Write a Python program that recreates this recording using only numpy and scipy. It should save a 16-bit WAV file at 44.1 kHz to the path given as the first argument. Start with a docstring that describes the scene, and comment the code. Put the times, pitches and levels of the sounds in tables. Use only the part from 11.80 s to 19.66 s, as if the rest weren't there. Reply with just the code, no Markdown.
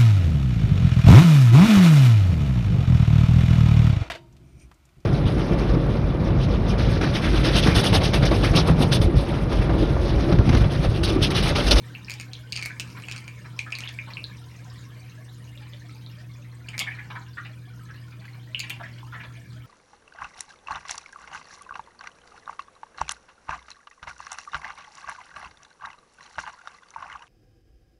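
"""A washing machine's drain pump hums (60 Hz harmonics) and churns water; its hose trickles into a plastic sink.
From the start, faint bubbles drip and gurgle; loud plips and bursting films follow, snapping until 2.1 s.
After a sparser lull, gulps of air glug as bubble clouds near 5 s, and snaps and glugs return near 6.8 s.
Air in the hose spits through a soaked lint sock: cracks, decaying rings and rising bubble tones.
Decaying noise and fixed tub resonances ring behind the water, as plastic walls and a small masonry room."""
import sys
import numpy as np
from scipy import signal
from scipy.fft import rfft, irfft, next_fast_len
from scipy.io import wavfile
from scipy.ndimage import uniform_filter1d, map_coordinates

SR = 44100
rng = np.random.default_rng(int(sys.argv[2]) if len(sys.argv) > 2 else 0)


def materialize(psi):
    """Save the field psi as 16-bit PCM at rate SR to the path in sys.argv[1].

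    A 1-D psi becomes a single channel; in a 2-D psi each row is a channel.
    """
    bounded = np.clip(np.atleast_2d(psi).T, -1, 1)
    quanta = np.round(bounded * 32767).astype(np.int16)
    wavfile.write(sys.argv[1], SR, quanta)


N = 346626  # length [samples]

# Pump harmonics: (frequency [Hz], rms level before HUM_GAIN_DB [dB])
PUMP_LINES = [(60, -63), (120, -43), (180, -72.5), (240, -69.5), (300, -65), (360, -75), (480, -75.5),
              (660, -89)]
# Chance moments when the hum and low noise partly cancel: (time [s], depth [dB])
HUM_CANCELLATIONS = [(1.12, 5), (3.08, 3), (3.32, 6), (5.58, 8), (7.43, 7), (7.66, 7)]
# Water churning in the machine: (time [s], level before CHURN_GAIN_DB [dB])
CHURN_LEVEL = [(0, -49), (.6, -54), (1.1, -47), (1.45, -52.5), (1.95, -50.5), (2.8, -53.5), (7.86, -53)]
# Running water: (time [s], level before the layer gains [dB])
TRICKLE_LEVEL = [(0, -50.5), (.7, -53), (1.15, -48), (1.6, -51.5), (2.1, -50.5), (3.3, -52.5), (4.7, -55.5),
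                 (5.1, -51.5), (5.8, -56.5), (7, -54), (7.86, -55)]
# Loud single bubbles: (time [s], level before PLIP_GAIN_DB [dB], pitch [Hz])
LOUD_PLIPS = [(0.1507, -30.5, 2670), (0.247, -37, 5070), (0.2833, -32, 2430), (0.5342, -30.5, 4030),
              (0.5521, -35.5, 3300), (0.7233, -25, 4360), (0.728, -28, 2770), (1.2371, -35.5, 2755),
              (1.7918, -23.5, 2390), (1.9248, -23, 2550), (1.953, -27, 4300), (2.0366, -30.5, 2830),
              (2.0753, -28, 3410), (2.1883, -25.5, 2330), (2.3359, -32.5, 4200), (2.3703, -25.5, 2590),
              (2.441, -25.5, 4030), (3.7755, -42.5, 3570), (3.9346, -38.5, 3420), (4.0946, -46, 2220),
              (4.263, -37.5, 3980), (4.8852, -33, 2850), (5.001, -27, 2250), (5.0086, -27, 3300),
              (5.02, -24.5, 3370), (6.1037, -40.5, 1620), (6.4804, -40, 2035), (6.7469, -18, 2850),
              (6.8047, -25.5, 2640), (7.2294, -42, 970), (7.5534, -45.5, 2170)]
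# Films bursting at the outlet: (time [s], crack level before CRACK_GAIN_DB [dB],
# air-pocket ring level [dB], spit relative to crack before SPIT_GAIN_DB [dB])
LOUD_SNAPS = [(0.2977, -40, -25.5, -5), (0.3065, -37.5, -31, -5), (0.317, -37.5, -27, -15),
              (0.339, -37.5, -39, -11), (0.399, -39, -25, -11), (0.411, -39, -34, -10),
              (0.5333, -41, -41, -31), (0.723, -33, -45, -14), (0.728, -35, -44, -20),
              (0.7576, -35, -29.5, -24), (0.763, -30, -40, -25), (0.7746, -34.5, -31, -16),
              (0.793, -47, -25, -20), (0.8253, -35, -24, -23), (0.8314, -39.5, -36, -5),
              (0.853, -38, -37, -20), (0.8591, -35.5, -20, 1), (0.9979, -27.5, -23, -22),
              (1.0023, -36, -21.5, -5), (1.285, -44, -22, -15), (1.298, -45, -32, -21),
              (1.3138, -35.5, -27, -13), (1.3228, -36, -40, -22), (1.363, -38, -32, -18),
              (1.3794, -42.5, -42, -23), (1.4794, -42, -26.5, -23), (1.791, -33.5, -30, -19),
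              (1.9222, -37, -26, -17), (1.952, -40, -50, -20), (1.9868, -41, -30, -2),
              (2.0061, -36, -28.5, -27), (2.0906, -40.5, -31, -24), (4.8884, -42, -31.5, -18),
              (4.9799, -33.5, -20.5, -8), (4.9927, -27, -27, -6), (4.998, -33.5, -36, 1),
              (5.0123, -42, -30, -2), (6.7945, -33.5, -28, -5.5), (6.802, -30, -31, -13),
              (6.8976, -38, -33, 0), (6.9033, -47, -24.5, 8)]
# Spells of sputtering air: (start [s], end [s], small-snap level before CRACK_GAIN_DB [dB],
# small-glug level before GLUG_GAIN_DB [dB], glug centre [Hz])
SPUTTER_SPELLS = [(0.283, 0.434, -55, -60, 2140), (0.746, 0.873, -43.5, -49, 2400),
                  (1.049, 1.45, -54, -47, 1650), (1.901, 2.14, -53, -46, 2410),
                  (3.722, 4.424, -77, -58.5, 3310), (5.09, 5.249, -68, -48.5, 1860),
                  (5.601, 5.69, -59, -45, 2230), (6.047, 6.601, -64, -55, 2015),
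                  (6.801, 7.618, -68, -52, 2340)]
# Gulps breaking into bubble clouds: (time [s], level before GLUG_GAIN_DB [dB], centre [Hz], spread [octaves])
LOUD_GLUGS = [(0.9, -38, 1920, 0.17), (1.644, -46, 1930, 0.48), (1.863, -40.5, 1560, 0.17),
              (2.043, -40.5, 2420, 0.32), (2.272, -44, 1057, 0.47), (2.301, -44, 2130, 0.53),
              (4.931, -38.5, 2080, 0.29), (4.997, -30.5, 2610, 0.43), (5.066, -31, 1840, 0.183),
              (5.109, -37.5, 2080, 0.15), (5.185, -37.5, 1850, 0.16), (5.301, -38.5, 1390, 0.54),
              (5.353, -35.5, 1480, 0.31), (5.569, -33.5, 1660, 0.24), (6.83, -37, 2530, 0.23),
              (6.9, -33.5, 2640, 0.23), (6.997, -38.5, 1220, 0.33), (7.028, -39, 1906, 0.13),
              (7.323, -39, 1377, 0.36), (7.342, -39.5, 1520, 0.3), (7.4, -39.5, 1754, 0.25),
              (7.432, -44.5, 1680, 0.56)]

# Low rumble spectrum: (frequency [Hz], relative level [dB])
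RUMBLE_SPECTRUM = [(20, -38), (30, -29), (40, -28), (60, -8), (70, -4.5), (83, -0.5), (100, -17),
                   (140, -18), (500, -48.5)]
# Churned-water spectrum: (frequency [Hz], relative level [dB])
CHURN_SPECTRUM = [(60, -37), (110, 4), (135, 3), (170, 4), (230, -5.5), (320, -6.5), (420, -18), (560, -36),
                  (660, -30.5), (800, -46), (1200, -31), (4000, -82)]
# Fizz and wash spectrum: (frequency [Hz], relative level [dB])
TRICKLE_SPECTRUM = [(300, -15), (460, 16), (570, 10.5), (650, 4.5), (760, -3), (950, 10), (1250, -5.5),
                    (1650, -3.5), (3500, -1.5), (5000, -2.5), (9000, -9.5), (10400, -12.5), (12000, -9.5),
                    (17000, -24)]
# Spray mist spectrum: (frequency [Hz], relative level [dB])
MIST_SPECTRUM = [(2000, -34), (4000, -5), (6500, 7), (7800, -34), (9000, 14), (10400, -9), (12000, -10),
                 (14000, 1), (17000, 4)]
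# Film crack spectrum: (frequency [Hz], relative level [dB])
CRACK_SPECTRUM = [(150, -105), (600, -24), (1700, -17.5), (2300, 13), (3600, 2), (4600, 10.5), (5900, 0),
                  (6900, 5), (7700, -14), (8700, 1.5), (10200, -23), (12000, -37), (17000, -36)]
# Spit of spray spectrum: (frequency [Hz], relative level [dB])
SPIT_SPECTRUM = [(3000, -62), (8000, 4), (10300, -5.5), (12000, 1.5), (15000, -9), (17000, -11)]
# Glug splash spectrum: (frequency [Hz], relative level [dB])
SPLASH_SPECTRUM = [(300, -3), (600, 2.5), (1000, 13.5), (1700, 1.5), (3500, 6.5), (4500, -6), (7000, -21),
                   (16000, -47)]
# Tub reflection decay: (frequency [Hz], t60 [s])
TUB_DECAY = [(500, 0.12), (2500, 0.064), (10000, 0.049)]
# Room decay: (frequency [Hz], t60 [s])
ROOM_DECAY = [(400, 0.35), (1400, 0.29), (3500, 0.2), (9000, 0.14), (16000, 0.1)]
# Standing waves of the tub: (frequency [Hz], relative level [dB])
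TUB_MODES = [(1308, 7), (1389, -21.5), (1702, 10), (1791, -17), (2020, -27), (2153, 5), (2214, 10.5),
             (2354, 10.5), (2409, 6), (2840, 5), (3032, 8.5)]

HUM_GAIN_DB, HUM_WAVER_DB, CANCEL_HALF_WIDTH_S = 1, 0.75, .022  # half width to 1/e of the depth
WHINE_HZ = 15822
CHURN_GAIN_DB, CHURN_SWING_DB = 1, 2
PLIP_GAIN_DB, PLIP_SWELL_CYCLES = 4.5, 2.47  # cycles to the peak
DRIPS_PER_S, DRIP_DB, DRIP_LOW_HZ, DRIP_HIGH_HZ = 22, -51.5, 1243, 4610
GURGLES_PER_S, GURGLE_DB, GURGLE_LOW_HZ, GURGLE_HIGH_HZ = 10, -58, 540, 1152
FAINT_SCATTER_DB, FAINT_SWELL_CYCLES = 1.5, 7.1  # drips and gurgles
CRACK_GAIN_DB, SPIT_GAIN_DB = 24.5, -4.5
POCKET_HZ, POCKET_SCATTER_OCTAVES = 2450, 0.085
SPUTTER_SCATTER_DB, SMALL_SNAPS_PER_S, SMALL_GLUGS_PER_S = 3, 30, 11
SMALL_RING_DB, SMALL_SPIT_DB = 12.5, -18  # ring re the spell's snap level; spit before SPIT_GAIN_DB
GLUG_S, GLUG_GAIN_DB, SMALL_GLUG_OCTAVES = .021, -1, 0.372
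TOP_HZ = 17300


def amp(db):
    """Decibels to gain."""
    return 10 ** (np.asarray(db) / 20)


def unit(x):
    """x at rms 1."""
    return x / np.sqrt(np.mean(x ** 2) + 1e-20)


def along(points, hz):
    """(Hz, value) points interpolated on a log-frequency axis."""
    f, v = np.transpose(points)
    return np.interp(np.log(hz + 1), np.log(f + 1), v)


def clock(seconds):
    """Sample times [s] of a stretch."""
    return np.arange(int(seconds * SR)) / SR


def curve(rows):
    """One value per sample from (s, value) rows."""
    s, value = np.transpose(rows)
    return np.interp(np.arange(N) / SR, s, value)


def wobble(knots_per_s):
    """A smooth random curve."""
    knots = rng.standard_normal(int(N * knots_per_s / SR) + 4)
    return map_coordinates(knots, [np.arange(N) * knots_per_s / SR])


def moments(start_s, end_s, per_s):
    """Loosely spaced times at about the given rate, at least one."""
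    count = max(1, round((end_s - start_s) * per_s))
    return start_s + (end_s - start_s) * (np.arange(count) + rng.random(count)) / count


def filtered(x, response):
    """x times a response of frequency."""
    m = next_fast_len(N + SR // 2)
    return irfft(rfft(x, m) * response(np.fft.rfftfreq(m, 1 / SR)), m)[:N]


def coloured_noise(spectrum):
    """White noise shaped by a spectrum, at rms 1."""
    return unit(filtered(rng.standard_normal(N), lambda hz: amp(along(spectrum, hz))))


def impulse(spectrum, size=512):
    """Minimum-phase click with this spectrum, at energy 1."""
    cepstrum = irfft(np.log(amp(along(spectrum, np.fft.rfftfreq(size, 1 / SR)))))
    cepstrum[1:size // 2] *= 2  # fold to causal
    cepstrum[size // 2 + 1:] = 0
    click = irfft(np.exp(rfft(cepstrum)))
    return click / np.linalg.norm(click)


def add(track, s, sound):
    """Mix a sound into the track at time s."""
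    start = int(np.clip(round(s * SR), 0, N))
    track[start:start + len(sound)] += sound[:N - start]


def tail(decays, size=128, count=220):
    """Diffuse echo of energy 1: noise whose frequencies decay at their own speeds."""
    hz = np.fft.rfftfreq(size, 1 / SR)
    t = np.arange(count) * size / 2 / SR
    z = rng.standard_normal((len(hz), count)) + 1j * rng.standard_normal((len(hz), count))
    echo = signal.istft(z * amp(-60 * t / along(decays, hz)[:, None]), nperseg=size)[1]
    echo *= np.clip(np.arange(len(echo)) / SR / .002 - .5, 0, 1)  # fades in from 1 to 3 ms
    return echo / np.linalg.norm(echo)


def hollow(size, t60_s=0.17):
    """Decaying standing waves of the tub at energy 1, with levels and phases drawn per call."""
    t = np.arange(size) / SR
    ring = sum(amp(db + 2 * rng.standard_normal()) * np.sin(2 * np.pi * (hz * t + rng.random()))
               for hz, db in TUB_MODES)
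    ring *= amp(-60 * t / t60_s)
    return ring / np.linalg.norm(ring)


def in_sink(sound, tub_db, room_db):
    """Direct sound plus tub reflections, room tail and tub ring, drawn afresh per call."""
    room = tail(ROOM_DECAY)
    path = amp(tub_db) * tail(TUB_DECAY) + amp(room_db) * (room + amp(-9.5) * hollow(len(room)))
    path[0] += 1  # direct
    return signal.fftconvolve(sound, path)


def bubbles(starts_s, hz, sizes, cycles, glide, length, size=600):
    """Damped bubble tones that rise in pitch as they near the surface."""
    turns = hz[:, None] * np.arange(size) / SR
    age = turns / cycles
    envelope = sizes[:, None] * age * np.exp(-age)
    tones = envelope * np.sin(2 * np.pi * turns * (1 + glide * np.minimum(age, 10)))
    tones *= np.linspace(1, 0, size)
    where = (starts_s * SR).astype(int)[:, None] + np.arange(size)
    return np.bincount(where.ravel(), tones.ravel(), length)


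def pump_hum():
    """Motor harmonics with shared phase sway and level waver, weaker where low noise partly cancels them."""
    t = np.arange(N) / SR
    sway = .07 * wobble(9)
    hum = sum(amp(db) * np.sqrt(2) * np.sin(2 * np.pi * (hz * t + rng.random()) + sway)
              for hz, db in PUMP_LINES)
    cancel_db = sum(depth * np.exp(-((t - s) / CANCEL_HALF_WIDTH_S) ** 2) for s, depth in HUM_CANCELLATIONS)
    return amp(HUM_GAIN_DB + HUM_WAVER_DB * wobble(18) - cancel_db) * hum


def pump_whine():
    """Thin electric whine: one faint high sine, with flicker from audio coding."""
    t = np.arange(N) / SR
    return amp(-76.5 + 2.2 * wobble(14)) * np.sin(2 * np.pi * WHINE_HZ * t + 1.3 * wobble(35))


def machine_churn():
    """Churned water as low noise of uneven level, over a steadier rumble."""
    rumble = amp(-56.5 + 0.53 * wobble(6)) * coloured_noise(RUMBLE_SPECTRUM)
    level_db = curve(CHURN_LEVEL) + CHURN_GAIN_DB + CHURN_SWING_DB * wobble(10)
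    return rumble + amp(level_db) * coloured_noise(CHURN_SPECTRUM)


def scatter(count, low_hz, high_hz, spread_db, cycles, glide):
    """Tub-floor bubbles of random moment, pitch and size, heard in the sink."""
    when, pitch, strength = rng.random((count, 3)).T
    hz = low_hz * (high_hz / low_hz) ** pitch
    sizes = amp(spread_db * np.minimum(-np.log(1 - strength), 4)) * np.sqrt(hz)
    grains = bubbles(when * N / SR, hz, sizes, cycles, glide, N)[:N]
    return in_sink(grains, tub_db=-2.5, room_db=0.5)[:N]


def patchy(x, depth_db, size=256):
    """Puffs and lulls, each about 1 kHz wide and a few hundredths of a second long."""
    z = signal.stft(x, nperseg=size)[2]
    field = uniform_filter1d(rng.standard_normal(z.shape), size=6, axis=0)
    field = uniform_filter1d(field, size=13, axis=1)
    return unit(signal.istft(z * amp(depth_db * unit(field)), nperseg=size)[1][:N])


def trickle():
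    """Thin sheet of water: bubble fizz and rounder babble, on noise wash and spray mist."""
    fizz = scatter(count=5500, low_hz=1093, high_hz=13860, spread_db=4.5, cycles=2.67, glide=0.016)
    fizz = unit(filtered(fizz, lambda hz: amp(along(TRICKLE_SPECTRUM, hz))))
    babble = unit(scatter(count=760, low_hz=598, high_hz=2434, spread_db=2.5, cycles=3.2, glide=0.007))
    wash = patchy(coloured_noise(TRICKLE_SPECTRUM), depth_db=2)
    mist = patchy(coloured_noise(MIST_SPECTRUM), depth_db=5)
    water = amp(-4.5) * fizz + amp(-10) * babble + amp(-10) * wash
    return amp(curve(TRICKLE_LEVEL)) * water + amp(-72.5) * mist


def plip(db, hz, cycles, rise_per_s):
    """A single bubble swells as it pinches off, rises in pitch and dies away."""
    t = clock(.05)
    age = t * hz / cycles
    shape = age ** 2 * np.exp(2 * (1 - age))  # peaks at age 1
    tone = amp(db) * shape * np.sin(2 * np.pi * hz * t * (1 + rise_per_s * t))
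    return in_sink(tone, tub_db=-8.5, room_db=-5.5)


def faint_bubbles(per_s, db, low_hz, high_hz):
    """Faint, longer bubbles of random pitch throughout."""
    track = np.zeros(N)
    for s in moments(0, N / SR, per_s):
        hz = low_hz * (high_hz / low_hz) ** rng.random()
        level_db = db + FAINT_SCATTER_DB * rng.standard_normal()
        add(track, s, plip(level_db, hz, FAINT_SWELL_CYCLES, rise_per_s=1.62))
    return track


def drips():
    """Faint bubbles in the water running to the drain."""
    return faint_bubbles(DRIPS_PER_S, DRIP_DB, DRIP_LOW_HZ, DRIP_HIGH_HZ)


def gurgles():
    """Soft low bubbles in the drain."""
    return faint_bubbles(GURGLES_PER_S, GURGLE_DB, GURGLE_LOW_HZ, GURGLE_HIGH_HZ)


def plips():
    """Loud short bubbles at the outlet."""
    track = np.zeros(N)
    for s, db, hz in LOUD_PLIPS:
        add(track, s, plip(db + PLIP_GAIN_DB, hz, PLIP_SWELL_CYCLES, rise_per_s=0.97))
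    return track


def snaps():
    """A film bursts with a crack and a spit of spray; the air pocket behind it rings."""
    track, t = np.zeros(N), clock(.015)
    click, spit = impulse(CRACK_SPECTRUM), impulse(SPIT_SPECTRUM)
    ring_fade = np.exp(-t / .0019)
    small = [(s, db + SPUTTER_SCATTER_DB * rng.standard_normal(), db + SMALL_RING_DB, SMALL_SPIT_DB)
             for start, end, db, _, _ in SPUTTER_SPELLS for s in moments(start, end, SMALL_SNAPS_PER_S)]
    for s, db, ring_db, spit_db in LOUD_SNAPS + small:
        hz = POCKET_HZ * 2 ** (POCKET_SCATTER_OCTAVES * rng.standard_normal())
        burst = .15 * rng.standard_normal(len(t)) * np.exp(-t / .0004)
        burst[0] += 1
        burst[int(SR * (.0003 + .0004 * rng.random()))] -= .7  # tub-floor echo
        burst /= np.linalg.norm(burst)
        colour = click + amp(spit_db + SPIT_GAIN_DB) * spit
        crack = amp(db + CRACK_GAIN_DB) * np.convolve(burst, colour)[:len(t)]
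        ring = amp(ring_db) * np.sin(2 * np.pi * hz * t) * ring_fade
        add(track, s, in_sink(crack + ring, tub_db=-8.5, room_db=-6))
    return track


def glugs(count=15):
    """Each gulp of air sheds a quick bubble cloud and a wet splash, strongly reflected in the tub."""
    track, droplet, span = np.zeros(N), impulse(SPLASH_SPECTRUM), int(GLUG_S * SR)
    small = [(s, db + SPUTTER_SCATTER_DB * rng.standard_normal(), hz, SMALL_GLUG_OCTAVES)
             for start, end, _, db, hz in SPUTTER_SPELLS for s in moments(start, end, SMALL_GLUGS_PER_S)]
    for s, db, hz, spread in LOUD_GLUGS + small:
        pitches = hz * 2 ** (spread * rng.standard_normal(count))
        starts_s = rng.random(count) ** 1.4 * GLUG_S * 0.74  # crowded early
        sizes = amp(2 * rng.standard_normal(count))
        cloud = bubbles(starts_s, pitches, sizes, cycles=3.1, glide=0.011, length=span)
        splash = np.convolve(rng.standard_normal(span) ** 3, droplet)[:len(cloud)]
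        cloud = cloud / np.std(cloud[:span])
        cloud[:len(splash)] += spread * splash / np.std(splash[:span])  # wider spread, more splash
        cloud = in_sink(cloud, tub_db=-2.5, room_db=-3)
        add(track, s, amp(db + GLUG_GAIN_DB) * cloud / np.std(cloud[:span]))
    return track


def scene():
    """Pump, running water and sputtering air, summed to one channel."""
    machine = pump_hum() + pump_whine() + machine_churn()
    water = trickle() + drips() + gurgles() + plips() + snaps() + glugs()
    return (machine + water)[None]


def record(dry):
    """The recorder keeps nothing at or above its band limit."""
    return filtered(dry[0], lambda hz: hz < TOP_HZ)[None]


dry = scene()
out = record(dry)
materialize(out)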